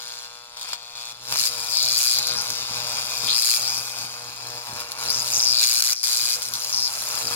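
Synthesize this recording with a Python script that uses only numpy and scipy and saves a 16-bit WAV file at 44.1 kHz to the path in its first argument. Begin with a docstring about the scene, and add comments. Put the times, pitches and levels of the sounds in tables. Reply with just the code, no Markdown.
"""A thin buzz flares on an electrode's tip, then a mains-fed high-voltage arc reaches a heap of powder. In
every half-cycle the gap strikes with a snap and streamers sizzle over the powder, at times so evenly that they
whistle. Drawn long, the arc mostly sizzles; burning short, it sputters and throbs. Small workshop, two-port
microphone close by, the supply humming below."""
import sys
import numpy as np
from scipy import signal
from scipy.fft import rfft, irfft, next_fast_len
from scipy.io import wavfile
from scipy.ndimage import map_coordinates

SR = 44100
rng = np.random.default_rng(int(sys.argv[2]) if len(sys.argv) > 2 else 0)


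def digitize_waveform(pressure):
    """Quantize a signal to 16-bit integers and store it at the path in sys.argv[1].

    Rows of a 2-D input are taken as channels; values are limited to [-1, 1].
    """
    field = np.atleast_2d(pressure).T
    bounded = np.clip(field, -1, 1)
    quanta = np.round(bounded * 32767).astype(np.int16)
    wavfile.write(sys.argv[1], SR, quanta)


N = 324135
TIME = np.arange(N) / SR
MAINS_HZ = 60
# pops of the arc's foot, also the thud of a hard spark: frequency_hz, gain_db
POP_COLOUR = [(40, -22), (250, -11), (600, -4), (1200, 3.5), (2500, -2), (5000, -4), (9000, -8.5),
              (15000, -36)]


def amp(db):
    """Decibels to gain."""
    return 10 ** (np.asarray(db) / 20)


def unit(x):
    """Scaled to rms 1."""
    return x / np.sqrt(np.mean(x ** 2) + 1e-20)


def along(points, hz):
    """Interpolates (frequency_hz, value) points on a log axis."""
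    freqs, values = np.transpose(points)
    return np.interp(np.log(hz + 1), np.log(freqs + 1), values)


def curves(rows):
    """One value per sample for each column after the time."""
    times, *columns = np.transpose(rows)
    return [np.interp(TIME, times, column) for column in columns]


def gate(start, end, rise_s, fall_s):
    """Rises to 1 around the start, holds, and falls to 0 around the end."""
    return np.clip(np.minimum((TIME - start) / rise_s, (end - TIME) / fall_s) + .5, 0, 1)


def swells(rows, rise_s, fall_s):
    """(start_s, end_s, values) rows as one curve for each value, 0 between the events."""
    return sum(np.outer(values, gate(start, end, rise_s, fall_s)) for start, end, *values in rows)


def wobble(rate_hz):
    """A smooth random curve with rate_hz knots a second."""
    return map_coordinates(rng.standard_normal(SR // 100), [TIME * rate_hz], mode="mirror")


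def uneven(count, spread_db, ceiling=2):
    """Random sizes, normal in decibels with the extremes clipped."""
    return amp(spread_db * np.clip(rng.standard_normal(count), -2, ceiling))


def filtered(x, response):
    """x through a complex frequency response."""
    size = next_fast_len(x.shape[-1] + SR // 2)
    return irfft(rfft(x, size) * response(np.fft.rfftfreq(size, 1 / SR)), size)[..., :x.shape[-1]]


def coloured(x, points, size=4096):
    """x through a minimum-phase filter shaped by (frequency_hz, gain_db) points."""
    cepstrum = irfft(np.log(amp(along(points, np.fft.rfftfreq(size, 1 / SR)))))
    cepstrum[1:size // 2] *= 2
    cepstrum[size // 2 + 1:] = 0
    kernel = np.array(irfft(np.exp(rfft(cepstrum))), ndmin=x.ndim)
    return signal.fftconvolve(x, kernel, axes=-1)[..., :x.shape[-1]]


def ringing(x, modes):
    """x plus the resonances that it excites."""
    return filtered(x, lambda hz: 1 + sum(
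        amp(db) * 1j * hz * width / (pitch ** 2 - hz ** 2 + 1j * hz * width)
        for pitch, width, db in modes))


def pulses(times, sizes, order=8):
    """Sharp pulses placed between samples."""
    taps = np.floor(times * SR).astype(int)[:, None] + np.arange(1 - order, order + 1)
    offset = taps - times[:, None] * SR
    shape = np.sinc(offset) * np.cos(np.pi * offset / (2 * order)) ** 2
    return np.bincount(np.clip(taps, 0, N).ravel(), (sizes[:, None] * shape).ravel(), N + 1)[:N]


def hum(level_db, mains_db, floor_db):
    """The supply hums at the mains frequency and its octave over the faint rush of the room."""
    # room tone: frequency_hz, gain_db
    rush_colour = [(20, 2), (60, -6.5), (250, -7.5), (1000, -4), (5000, -3), (15000, -40)]
    phase = 2 * np.pi * MAINS_HZ * TIME
    rush = unit(coloured(rng.standard_normal(N), rush_colour))
    return amp(level_db) * np.sin(2 * phase) + amp(mains_db) * np.sin(phase) + amp(floor_db) * rush


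def room_tail(delay_s=.0009):
    """The room's short scattered answer at the two ports."""
    # reverberation time: frequency_hz, t60_s
    decay = [(100, 0.59), (4000, 0.029), (15000, 0.047)]
    # likeness of left and right: frequency_hz, correlation
    likeness = [(300, 0.93), (1000, 0.12), (3000, 0.092)]
    hz, age_s, noise = signal.stft(rng.standard_normal((2, SR // 3)), SR, nperseg=128)
    dying = noise * amp(-60 * age_s / along(decay, hz)[:, None])
    angle = np.arccos(np.clip(along(likeness, hz), 0, 1))[:, None] / 2
    mid, side = dying[0] * np.cos(angle), dying[1] * np.sin(angle)
    tail = signal.istft(np.array([mid + side, mid - side]), SR, nperseg=128)[1]
    return np.pad(tail / np.linalg.norm(tail[0]), ((0, 0), (round(delay_s * SR), 0)))


def workshop(direct, wet_db, path_count=5):
    """Direct sound, near echoes and a short tail whose paths shift as the arc moves."""
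    # small things return mostly treble: frequency_hz, gain_db
    echo_colour = [(400, -18), (1300, -14), (3000, -1), (6000, 0)]
    # bench and nearby things, left port then right: delay_ms, level_db
    echoes = [
        [(1.4, -13), (2.2, -14), (3.05, -20)],
        [(.48, -21), (1.25, -17), (2.5, -20)],
    ]
    reflected = coloured(direct, echo_colour)
    near = filtered(reflected, lambda hz: np.array([
        sum(amp(db) * np.exp(-2j * np.pi * hz * ms / 1000) for ms, db in port) for port in echoes]))
    paths = np.array([wobble(rate_hz=3) for _ in range(path_count)])
    paths /= np.linalg.norm(paths, axis=0)
    tail = sum(signal.oaconvolve(reflected * path, room_tail(), axes=1)[:, :N] for path in paths)
    return direct + near + amp(wet_db) * tail


def half_cycles(delay_ms):
    """Breakdown times, and for each sample its half-cycle number and the ms since breakdown."""
    rate_hz = 2 * MAINS_HZ
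    turns = (TIME - delay_ms / 1000) * rate_hz + 1
    starts = np.interp(np.arange(int(N / SR * rate_hz) + 3), turns, TIME, left=-1, right=N)
    return starts, turns.astype(int), turns % 1 * 1000 / rate_hz


def scatter(starts, spread_db, polarity_db):
    """A size for each half-cycle; the two polarities differ a little."""
    return uneven(len(starts), spread_db) * amp(polarity_db * (-1) ** np.arange(len(starts)))


def burst(age_ms, rise_ms, fall_ms):
    """Activity swells after breakdown and dies as the voltage falls."""
    return (1 - np.exp(-(age_ms / rise_ms) ** 2)) * np.exp(-age_ms / fall_ms)


def flame(starts, level_db):
    """Each surge of current heats the air column, which throbs unevenly and rumbles as it churns."""
    # the hot air heaves: start_s, end_s, gain_db, extra_rumble_db
    heaves = [(1.13, 1.31, 10, 0), (1.31, 1.42, 10, 8), (1.83, 1.97, 6, 3), (2.13, 2.2, 7, 3),
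              (2.27, 2.425, 8, 7), (2.495, 2.535, 8, 9), (2.615, 2.655, 11, 7), (2.7, 2.905, 7, 9),
              (2.94, 3.06, 3, 8), (3.19, 3.31, 11, 3), (3.59, 3.83, 4, 4), (3.98, 4.07, 8, 3),
              (4.21, 4.32, 5, 1), (4.43, 4.57, 7.5, 2), (4.69, 4.78, 9, 5), (5.05, 5.17, 3, 5),
              (5.17, 5.26, 7, 6), (5.26, 5.45, 4.5, 3), (6.45, 6.58, 8, 1), (6.73, 6.87, 6, 1),
              (7.22, 7.35, 7, 3)]
    # churning air: frequency_hz, gain_db
    rumble_colour = [(30, -22), (70, -7), (110, 0), (170, -4), (260, -8), (500, -26), (1000, -60)]
    # swelling air: frequency_hz, gain_db
    throb_colour = [(20, -36), (55, 1.5), (80, -3), (108, 6), (180, -1.5), (245, -1), (400, -3),
                    (900, -39.5)]
    heave_db, churn_db = swells(heaves, rise_s=.027, fall_s=.045)
    flutter_db = 1.9 * wobble(rate_hz=24)
    rumble = unit(coloured(rng.standard_normal(N), rumble_colour))
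    times = starts + rng.normal(0, .00037, len(starts))
    surges = pulses(times, scatter(starts, spread_db=3, polarity_db=2.5))
    throb = unit(coloured(surges - surges.mean(), throb_colour))
    return amp(level_db + heave_db + flutter_db) * (throb + amp(churn_db - 12) * rumble)


def sputter(spread_db, count=5000):
    """The arc's foot hops from grain to grain with small irregular pops."""
    times = rng.uniform(0, N / SR, count)
    sizes = uneven(count, spread_db) * rng.choice([-1, 1], count)
    return unit(coloured(pulses(times, sizes), POP_COLOUR))


def spits(starts, spread_db, lag_s):
    """Just after breakdown a grain of powder bursts with a tick: mostly tiny, now and then loud."""
    # bursting grains: frequency_hz, gain_db
    tick_colour = [(300, -24), (3000, -19), (6000, 11), (10000, -13), (15000, -13)]
    count = len(starts)
    times = starts + lag_s * rng.random(count)
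    sizes = uneven(count, spread_db, ceiling=1.7) * rng.choice([-1, 1], count)
    return unit(coloured(pulses(times, sizes), tick_colour))


def sizzle(starts, cycle, age_ms, spiky_db, between):
    """Tiny sparks swarm after each breakdown; they fan out, so each port hears them differently."""
    # spark swarm: frequency_hz, gain_db
    sizzle_colour = [(60, -25), (500, -21.5), (1500, -5), (3000, -3), (5000, 1.5), (9000, 4), (15000, -13)]
    centre, left, right = rng.standard_normal((3, N))
    sparks = (centre + np.array([left, right])) * uneven(N, spiky_db)
    sizes = scatter(starts, spread_db=1.2, polarity_db=-.4)[cycle]
    swarm = burst(age_ms, rise_ms=.55, fall_ms=.8) * sizes
    return unit(coloured(sparks * (swarm + between), sizzle_colour))


def firing(stretch, loose_hz=4620):
    """Rate and level of the whistle: faint at rest, strong and gliding while the streamers lock."""
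    # streamers in step: start_s, end_s, first_hz, last_hz, gain_db
    glides = [(1.72, 1.987, 4450, 4600, 8.5), (2.06, 2.208, 4750, 4450, 9), (2.208, 2.33, 4100, 4300, 11),
              (2.33, 2.42, 4300, 5400, 11.5), (3.268, 3.348, 3550, 4550, 15),
              (3.348, 3.405, 4800, 5300, 11), (3.604, 3.807, 4600, 5900, 5.5),
              (5.076, 5.215, 4900, 6300, 10), (5.32, 5.45, 6400, 5400, 13.5), (5.45, 5.655, 5400, 4150, 13),
              (5.94, 6.025, 5600, 5300, 20), (6.715, 6.89, 6000, 4750, 12.5)]
    rate_hz, locked, locked_db = loose_hz, 0, 0
    for start, end, first_hz, last_hz, db in glides:
        lock = gate(start, end, rise_s=.03, fall_s=.03)
        rate_hz = np.where(lock > locked, np.interp(TIME, [start, end], [first_hz, last_hz]), rate_hz)
        locked += lock
        locked_db += lock * (db - 8 * stretch)  # weaker in a long arc
    loose_db = -10 + 13.5 * stretch
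    return rate_hz, locked_db + (1 - locked) * loose_db


def whistle(starts, cycle, age_ms, rate_hz, spread, overtone_db):
    """Streamers charge and fire in step, at a slightly new rate in each half-cycle."""
    pitch_hz = rate_hz * np.exp(rng.normal(0, spread, len(starts)))[cycle]
    phase = 2 * np.pi * pitch_hz * age_ms / 1000 + rng.normal(0, 1.5, len(starts))[cycle]
    sizes = scatter(starts, spread_db=.9, polarity_db=.2)[cycle]
    swarm = burst(age_ms, rise_ms=.2, fall_ms=.45) * sizes
    return unit(swarm * (np.sin(phase) + amp(overtone_db) * np.sin(2 * phase)))


def hard_sparks(crack_db, thud_db, fall_s):
    """Now and then one spark branches and cracks much louder than the rest."""
    # single sparks: start_s, level_db, relative_thud_db
    sparks = [(0.612, -24, -27), (0.628, -19, -27), (0.646, -27, -7), (0.695, -22, -22), (0.731, -14, -8),
              (1.323, -8, -9), (1.338, -16, -12), (1.357, -12, -6), (1.769, -7, -42), (2.186, -3, -42),
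              (2.27, -13, -42), (2.502, -9, -20), (4.469, -18, -30), (4.735, -19, -20), (4.803, -19, -30),
              (4.918, -13, -32), (5.102, -6, -42), (5.822, -2.5, -22), (6.038, -7, -24), (6.428, -14, -36),
              (6.536, -9, -26), (6.553, -12, -36), (6.645, -13, -36), (7.086, -14, -30), (7.27, -15, -30)]
    # their crack: frequency_hz, gain_db
    crack_colour = [(60, -41), (500, -22), (1500, -13), (3000, -6), (4800, 6), (8000, 0), (15000, -11)]
    start_s, level_db, relative_thud_db = np.transpose(sparks)
    times = start_s + .001
    branches = np.exp(-TIME[:SR // 100] / fall_s)
    envelope = signal.fftconvolve(pulses(times, amp(level_db + crack_db)), branches)[:N]
    cracks = coloured(envelope * rng.choice([-1, 1], N), crack_colour)
    thuds = coloured(pulses(times, amp(level_db + relative_thud_db + thud_db)), POP_COLOUR)
    return cracks + thuds


def strikes(starts, colour, on_powder, jitter_s, spread_db):
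    """The gap breaks down each half-cycle; on powder a wandering branch makes the overtones waver."""
    times = starts + rng.normal(0, jitter_s, len(starts))
    sizes = scatter(starts, spread_db, polarity_db=-.75)
    lag_s = .0012 + .0004 * np.interp(starts, TIME, wobble(rate_hz=9))
    branch = .5 * on_powder * wobble(rate_hz=9) * pulses(times + lag_s, sizes)
    return unit(coloured(pulses(times, sizes) + branch, colour))


def burning():
    """Stretch, body level and streamer level as the arc flares, is drawn long, falters and flickers."""
    # strength of the arc: time_s, body_db, streamer_db
    strength = [(0, -58, -61.5), (.5, -60.5, -63.5), (.85, -57.5, -57.5), (1.2, -57.5, -56),
                (1.34, -42, -38), (1.55, -38.5, -36.5), (1.9, -43, -32.5), (2.35, -40, -37.5),
                (2.6, -42.5, -36), (3.28, -41, -36.5), (3.75, -42.5, -38), (4.15, -44.5, -45.5),
                (4.96, -40.5, -45.5), (5.04, -36.5, -37), (5.4, -41, -35), (6.3, -39, -44),
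                (6.42, -44, -40.5), (6.9, -41, -45.5), (7.35, -36.5, -47.5)]
    # the arc flares up, on the electrode's tip before 1.3 s and on the powder after: start_s, end_s,
    # streamer_gain_db
    flares = [(0, .27, 5), (.565, .612, 10), (.608, .76, 10.5), (.952, 1.125, 6.5), (1.278, 1.33, 2.5),
              (1.718, 1.8, 0.5), (3.96, 4.06, 4), (4.755, 4.83, 3)]
    # the arc is drawn long: start_s, end_s, stretch (0-1), streamer_gain_db
    draws = [(1.36, 1.485, 0.66, 10.5), (1.97, 2.16, 0.59, 5.5), (3.35, 3.57, 0.92, 6),
             (5.6, 6.36, 0.87, 8.5)]
    # the streamers falter and the sizzle dips; around 5.8-6.0 s the whole arc briefly drops out:
    # start_s, end_s, streamer_gain_db, body_gain_db
    dips = [(2.197, 2.265, -2, 0), (4.84, 4.91, -3, 0), (4.93, 4.985, -5, -0.5), (5.807, 5.821, -20, -9),
            (5.828, 5.838, -15, -12), (5.936, 6.03, -17, -13), (6.37, 6.42, -3, 0.5), (6.493, 6.53, -6, 0)]
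    body_db, streamer_db = curves(strength)
    flare_db, = swells(flares, rise_s=.0047, fall_s=.018)
    stretch, drawn_db = swells(draws, rise_s=.057, fall_s=.0355)
    streamer_dip_db, body_dip_db = swells(dips, rise_s=.0012, fall_s=.0012)
    flicker_db = .67 * wobble(rate_hz=19)
    body_db += .49 * flare_db + body_dip_db + flicker_db
    streamer_db += flare_db + drawn_db + streamer_dip_db + flicker_db
    return stretch, body_db, streamer_db


def discharge(touchdown_s=1.3):
    """All the sounds of the arc, first on the electrode's tip, then walking on the powder."""
    # how finely the streamers split: time_s, sizzle_share_db
    splitting = [(0, 10), (1.25, 1), (1.5, -3.5), (2.1, -0.5), (2.65, -8), (3.6, 2), (4.15, -4.5), (5.4, 0),
                 (6.4, 3.5), (7.35, 10.5)]
    # the walk of the arc's foot: time_s, sputter_share_db, strike_share_db
    footing = [(.55, -7, 10), (.66, 11, 1), (.8, -3, 8.5), (1.28, -5, 3), (1.35, 2.5, 2.5),
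               (1.55, -6.5, -5), (2.9, 1, 1), (5.2, -5.5, -2.5), (7.35, -2, -4)]
    # strike of the arc's body: frequency_hz, gain_db
    buzz_colour = [(40, -32), (360, -13), (480, 2.5), (600, 0.5), (750, -0.5), (960, 2.5), (1200, -0.5),
                   (1450, 2), (2400, -7), (5000, -13), (15000, -26)]
    # strike of the streamers: frequency_hz, gain_db
    snap_colour = [(200, -7), (1000, -7.5), (2400, 4.5), (2850, 3), (3500, 8.5), (5000, 9.5), (6000, 8),
                   (8500, -1.5), (15000, -51)]
    # each snap rings what lies under the powder: pitch_hz, width_hz, level_db
    bed_modes = [(2400, 90, -2), (3960, 70, -1), (6880, 200, -3)]
    # the thinner sound on the tip: frequency_hz, gain_db
    tip_colour = [(120, 2.5), (550, -2), (950, 2), (1400, 3), (2400, 1.5), (3300, 5), (5300, -2), (7500, 0),
                  (13000, -5)]
    # the electrode rings under the arc: pitch_hz, width_hz, level_db
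    electrode_modes = [(3490, 170, -3.5), (4340, 170, -3)]

    stretch, body_db, streamer_db = burning()
    split_db, = curves(splitting)
    sizzle_db = streamer_db + split_db
    sputter_db, strike_db = curves(footing)
    rate_hz, whistle_db = firing(stretch)
    on_powder = np.interp(TIME, [touchdown_s - .1, touchdown_s], [0, 1])
    on_tip = 1 - on_powder
    # a longer gap needs more voltage: it breaks down later, and into streamers instead of one spark
    starts, cycle, age_ms = half_cycles(delay_ms=3.15 + 1.272 * stretch + .68 * on_tip)
    strike_db -= 11 * stretch
    waver_db = 1.5 * on_powder * wobble(rate_hz=14)

    buzz = strikes(starts, buzz_colour, on_powder, jitter_s=1.5e-5, spread_db=.34)
    buzz *= amp(body_db + strike_db + waver_db)
    snap = strikes(starts, snap_colour, on_powder, jitter_s=1.2e-5, spread_db=1.1)
    snap *= amp(streamer_db + strike_db)
    snap = on_tip * snap + on_powder * ringing(snap, bed_modes)
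    pops = amp(body_db + sputter_db - 5.3 * stretch + 4) * sputter(spread_db=3.5)
    fizz = amp(sizzle_db + 5.5) * sizzle(starts, cycle, age_ms, spiky_db=6, between=.049)
    tone = whistle(starts, cycle, age_ms, rate_hz, spread=.055, overtone_db=-22)
    tone *= amp(sizzle_db + whistle_db - 2)
    heave = flame(starts, level_db=body_db - 13.5 - 6.5 * stretch)
    ticks = amp(sizzle_db - 4.5 - 9 * stretch) * spits(starts, spread_db=6, lag_s=.00101)
    cracks = hard_sparks(crack_db=-1.5, thud_db=23.5, fall_s=.0006)
    arc = buzz + snap + pops + fizz + tone + heave + ticks + cracks
    return on_powder * arc + on_tip * ringing(coloured(arc, tip_colour), electrode_modes)


def scene():
    """The arc in the workshop, close to the microphone's resonant ports; left and right differ in level and
    phase across the band."""
    # response of the ports: frequency_hz, gain_db
    port_colour = [(120, -3), (370, -4), (580, -0.5), (1400, 0), (1900, -8.5), (2500, -2.5), (3100, -5),
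                   (4300, -.5), (5000, -2), (5600, 0.5), (8400, -5.5), (10100, -3.5), (13000, 3.5)]
    # cavities behind the ports: pitch_hz, width_hz, level_db
    cavity_modes = [(2400, 330, -3.5), (4230, 200, -5), (4870, 380, 3), (7000, 450, -2.5), (9250, 300, -8),
                    (10170, 280, -2)]
    # level between left and right: frequency_hz, left_minus_right_db
    balance = [(250, 1), (600, -1), (830, -6.5), (1400, 3), (2300, 5), (2700, -9.5), (3200, 9), (3800, 1),
               (4900, 9.5), (6400, -2), (9000, 1), (13000, 2.5)]
    # phase between left and right: frequency_hz, left_lead_rad
    lead = [(400, 0), (720, 0.57), (850, 1), (1300, 1.57), (1750, 2), (2450, 1.5), (2880, 3), (3530, 0.92),
            (4100, 3.5), (5000, 3), (5900, 3.5), (6500, 4), (13000, 6), (15800, 12)]
    arc = ringing(coloured(discharge(), port_colour), cavity_modes)
    pair = workshop(arc, wet_db=.5) + hum(level_db=-75, mains_db=-77, floor_db=-56)
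    sides = np.array([[.5], [-.5]])
    return filtered(pair, lambda hz: amp(sides * along(balance, hz))
                    * np.exp(1j * sides * along(lead, hz)))


def record(dry):
    """The hardest cracks are rounded off, and nothing is kept above the band limit."""
    ceiling, top_hz = .9, 15850
    rounded = dry / (1 + (dry / ceiling) ** 6) ** (1 / 6)
    return filtered(rounded, lambda hz: hz < top_hz)


dry = scene()
out = record(dry)
digitize_waveform(out)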